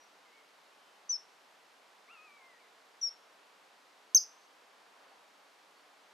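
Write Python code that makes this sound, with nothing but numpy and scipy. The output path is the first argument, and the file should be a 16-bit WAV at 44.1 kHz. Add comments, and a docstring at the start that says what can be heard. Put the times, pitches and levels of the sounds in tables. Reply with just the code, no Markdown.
"""A steady rush of open country, the faint tail of a kingfisher call, and small birds piping far off.
By a pond the kingfisher gives two thin, falling whistles, between which a distant bird of prey mews
once, and then one sharp, loud chip. Each call is a gliding, nearly pure tone, the vibration of a membrane
in the bird's syrinx, and scattering from the bank and the trees gives it a short tail.
The rush is broadband noise."""
import sys
import numpy as np
from scipy import signal
from scipy.fft import rfft, irfft
from scipy.io import wavfile
from scipy.ndimage import uniform_filter1d

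SR = 44100
rng = np.random.default_rng(int(sys.argv[2]) if len(sys.argv) > 2 else 0)


def transcribe(u):
    """Save the signal u as a 16-bit wav file named by the first command-line argument.

    u: samples, shape (n,) or (channels, n), limited to [-1, 1]; the rate is SR.
    q: integer samples, one column per channel.
    """
    v = np.clip(np.atleast_2d(u).T, -1, 1)
    q = np.round(v * 32767).astype(np.int16)
    wavfile.write(sys.argv[1], SR, q)


N = 270333
TIME = np.arange(N) / SR


def undb(db):
    """The decibel scale: a level as an amplitude ratio."""
    return 10 ** (np.asarray(db) / 20)


def unit_rms(x):
    """Normalisation to an rms of 1."""
    return x / np.sqrt(np.mean(x ** 2))


def drift(rate_hz):
    """Random modulation: values held for 1 / rate_hz seconds and smoothed twice, with an rms of 1."""
    hold = max(int(SR / rate_hz), 1)
    steps = np.repeat(rng.standard_normal(N // hold + 1), hold)
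    return unit_rms(uniform_filter1d(uniform_filter1d(steps, hold), hold)[:N])


def gate(t, length_s, attack_s, release_s):
    """A trapezoidal envelope: linear attack, hold and linear release."""
    return np.clip(t / attack_s, 0, 1) * np.clip((length_s - t) / release_s, 0, 1)


def gain_at(points, hz):
    """A frequency response: (frequency [Hz], level [dB]) points joined on a logarithmic axis."""
    point_hz, db = np.transpose(points)
    return undb(np.interp(np.log(hz + 1), np.log(point_hz), db))


def stereo(mid, side):
    """Sum and difference: mid and side become left and right."""
    return np.array([mid + side, mid - side])


def place(x, pan_db):
    """Direction by level difference: the left is pan_db louder than the right."""
    return x * undb(np.array([[pan_db], [-pan_db]]) / 2)


# Spectrum of the rush: (frequency [Hz], relative spectral density [dB])
RUSH_SPECTRUM = [(24, -82), (40, -47), (154, -21), (187, -13.5), (245, -12.5), (291, -5.5), (329, -9.5),
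                 (452, -3), (499, -4), (776, -1), (921, -1), (1090, -1.5), (1870, -6.5), (4530, -12),
                 (14000, -28.5)]
# Stereo width of the rush: (frequency [Hz], side level relative to mid [dB])
RUSH_WIDTH = [(60, 0.5), (110, -2.5), (200, -11.5), (370, -8), (670, -6.5), (1220, -6.5), (2220, -4.5),
              (4060, -8), (7410, -10.5), (13500, -23.5)]
# Swells of its middle register: (crest time [s], time constant [s], boost [dB])
RUSH_SWELLS = [(2.92, .15, 1.1), (5.07, .2, 3.6)]


def open_air():
    """Spectrally shaped noise: a soft rush, narrower in the treble, whose middle register swells."""
    hz = np.arange(N // 2 + 1) * SR / N
    colour = gain_at(RUSH_SPECTRUM, hz)
    mid, side = (unit_rms(irfft(rfft(rng.standard_normal(N)) * colour, N)) for _ in range(2))
    side = irfft(rfft(side) * gain_at(RUSH_WIDTH, hz), N)
    rush = undb(-63) * stereo(mid, side)
    centre_hz, spread_octaves = 845, .89
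    band = np.exp(-.5 * (np.log2((hz + 1) / centre_hz) / spread_octaves) ** 2)
    middle_register = irfft(rfft(rush) * band, N)
    swell_db = sum(db * np.exp(-np.abs(TIME - crest) / width) for crest, width, db in RUSH_SWELLS)
    return rush + (undb(swell_db + .3 * drift(6)) - 1) * middle_register


# The faint tail of a kingfisher call, then notes of small, distant birds:
# (time [s], duration [s], start pitch [Hz], middle pitch [Hz], end pitch [Hz], level [dB])
FAINT_NOTES = [(0.0, .05, 5730, 5810, 5820, -67.5), (0.248, .06, 2200, 2080, 2000, -71),
               (0.316, 0.11, 2130, 2225, 2030, -67), (0.722, .26, 3020, 3070, 2950, -76.5),
               (2.579, .11, 2570, 2130, 1990, -71), (3.73, .06, 4500, 4470, 4430, -80),
               (4.41, 0.064, 4500, 4460, 4440, -76.5), (5.06, .09, 4470, 4460, 4430, -77.5),
               (5.76, 0.055, 4440, 4450, 4470, -72.5)]


def faint_calls():
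    """Frequency modulation: faint sines follow unsteady parabolas of pitch, blurred by the trees."""
    notes = np.zeros(N)
    unsteady = 1 + .008 * drift(300)
    for start, length, first_hz, middle_hz, last_hz, db in FAINT_NOTES:
        progress = np.clip((TIME - start) / length, 0, 1)
        parabola = np.polyfit([0, .5, 1], [first_hz, middle_hz, last_hz], 2)
        hz = unsteady * np.polyval(parabola, progress)
        envelope = undb(db) * np.sqrt(2 * np.abs(np.sin(np.pi * progress)))
        notes += envelope * np.sin(2 * np.pi * np.cumsum(hz) / SR)
    return notes + scatter(notes, t60_s=.4, wet_db=-7, side_db=-6.5, delay_s=.008)


def scatter(x, t60_s, wet_db, side_db, delay_s):
    """Diffuse reflection: countless small echoes off leaves and ground arrive in clumps and decay."""
    t = TIME[:SR]
    clumps = undb(2.5 * drift(160)[:SR])
    onset = np.clip(t / delay_s - 1, 0, 1)
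    envelope = onset * undb(-60 * t / t60_s) * clumps
    mid, side = rng.standard_normal((2, SR)) * envelope / np.sqrt(np.sum(envelope ** 2))
    absorption = signal.butter(1, 9000, fs=SR, output="sos")  # leaves and air absorb the treble
    echoes = signal.sosfilt(absorption, stereo(mid, undb(side_db) * side))
    return undb(wet_db) * signal.fftconvolve(x[None], echoes, axes=1)[:, :N]


def syrinx(hz, fundamental_rms, octave_rms, waver, flutter_db):
    """Membrane vibration: a gliding fundamental and its octave, slightly unsteady in pitch and level."""
    phase = 2 * np.pi * np.cumsum(hz * (1 + waver * drift(700))) / SR
    partials = fundamental_rms * np.sin(phase) + octave_rms * np.sin(2 * phase)
    return np.sqrt(2) * undb(flutter_db * drift(400)) * partials


def beak(x):
    """Radiation from a small source: the tiny throat and beak let out only the treble."""
    return signal.sosfilt(signal.butter(3, 3594, "high", fs=SR, output="sos"), x)


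# The kingfisher's whistles at the syrinx:
# (time [s], duration [s], time to break [s], high pitch [Hz], high level [dB], low pitch [Hz],
#  low level [dB], sag [Hz], sag exponent [1], octave level [dB])
WHISTLE_NOTES = [(1.092, 0.078, 0.031, 5983, -31, 5583, -31.5, 400, 1.7, -78),
                 (3.0126, .082, 0.012, 5916, -35.5, 5590, -31, 466, 4.1, -71.5)]


def kingfisher_whistles():
    """A register break: each high note jumps to a lower one, which sags and weakens."""
    voice = np.zeros(N)
    attack_s, release_s, transition_s = .0039, .0024, .0028
    dip_db, sag_db_per_hz = -7, -.0305
    for note in WHISTLE_NOTES:
        start, length, break_s, high_hz, high_db, low_hz, low_db, sag_hz, sag_power, octave_db = note
        t = np.clip(TIME - start, 0, length)
        turn = np.tanh((t - break_s) / transition_s)
        low_share = (1 + turn) / 2
        drop_hz = sag_hz * np.clip((t - break_s) / (length - break_s), 0, 1) ** sag_power
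        hz = high_hz + low_share * (low_hz - high_hz) - drop_hz
        falter_db = dip_db * (1 - turn ** 2)  # the voice falters as it changes note
        db = high_db + low_share * (low_db - high_db) + falter_db + sag_db_per_hz * drop_hz
        effort = (1 - np.exp(-t / attack_s)) * np.clip((length - t) / release_s, 0, 1)
        voice += syrinx(hz, effort * undb(db), effort * undb(octave_db), waver=.0015, flutter_db=1)
    return beak(voice)


def bird_of_prey():
    """Damped vibrato on a glide: a far mew scoops up, then sinks and fades, its octave the louder part."""
    start_s, length_s, rise_s = 2.075, .52, .055
    start_hz, crest_hz, fall_hz_per_s = 980, 1343, 900
    quaver_hz, depth_hz, damping_s = 8.4, 55.1, .25
    t = np.clip(TIME - start_s, 0, length_s)
    scoop = np.clip(1 - t / rise_s, 0, 1) ** 2
    sinking_s = np.maximum(t - rise_s, 0)
    quaver = depth_hz * np.exp(-sinking_s / damping_s) * np.cos(2 * np.pi * quaver_hz * (t - rise_s))
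    hz = crest_hz + scoop * (start_hz - crest_hz) - fall_hz_per_s * sinking_s + quaver
    effort = gate(t, length_s, attack_s=.025, release_s=.02)
    fundamental = effort * undb(-63 - 35 * sinking_s)
    octave = effort * undb(-60 - 21.5 * sinking_s)
    mew = syrinx(hz, fundamental, octave, waver=.0061, flutter_db=1.3)
    return place(mew, pan_db=2) + scatter(mew, t60_s=.32, wet_db=-12, side_db=-7, delay_s=.0089)


def kingfisher_chip():
    """Quadratic nonlinearity: one steep arch of pitch whose octave grows as the square of the effort."""
    start_s, length_s, rise_s = 4.1473, .037, .0082
    crest_hz, fall_hz_per_s, fade_db_per_hz = 6380, 87300, -.0051
    t = np.clip(TIME - start_s, 0, length_s)
    past_crest = t / rise_s - 1
    drop_hz = fall_hz_per_s * rise_s * (past_crest + np.exp(-past_crest) - 1)
    flick_hz = 900 * np.exp(-t / .00028)  # the pitch snaps up from below
    hz = crest_hz - drop_hz - flick_hz
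    burst_db = 3.5 * np.exp(-t / .002)  # the onset is a little louder than the hold
    fade_db = fade_db_per_hz * drop_hz * (past_crest > 0)
    effort = gate(t, length_s, attack_s=.0006, release_s=.003) * undb(burst_db + fade_db)
    voice = syrinx(hz, effort, undb(-21) * effort ** 2, waver=.0013, flutter_db=.1)
    return beak(undb(-16.5) * voice)


def kingfisher_by_pond():
    """Direct and reflected sound: the near bank answers the calls quickly and the trees linger."""
    whistles, chip = kingfisher_whistles(), kingfisher_chip()
    # Directivity: the whistles face the listener, so less reaches the bank; the chip is aimed aside.
    bank = scatter(chip + undb(-2) * whistles, t60_s=.2, wet_db=-12.5, side_db=-13, delay_s=.0061)
    trees = scatter(chip + whistles, t60_s=.65, wet_db=-35, side_db=-12.5, delay_s=.03)
    return place(whistles, pan_db=4) + place(chip, pan_db=1) + bank + trees


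def scene():
    """Superposition: the pressures of the rush and of the near and far birds add."""
    return place(open_air(), pan_db=-.4) + faint_calls() + kingfisher_by_pond() + bird_of_prey()


def record(dry):
    """Band limiting: a steep low-pass filter removes the highest treble."""
    cutoff_hz = 14200
    return signal.sosfilt(signal.ellip(10, .1, 70, cutoff_hz, fs=SR, output="sos"), dry)


dry = scene()
out = record(dry)
transcribe(out)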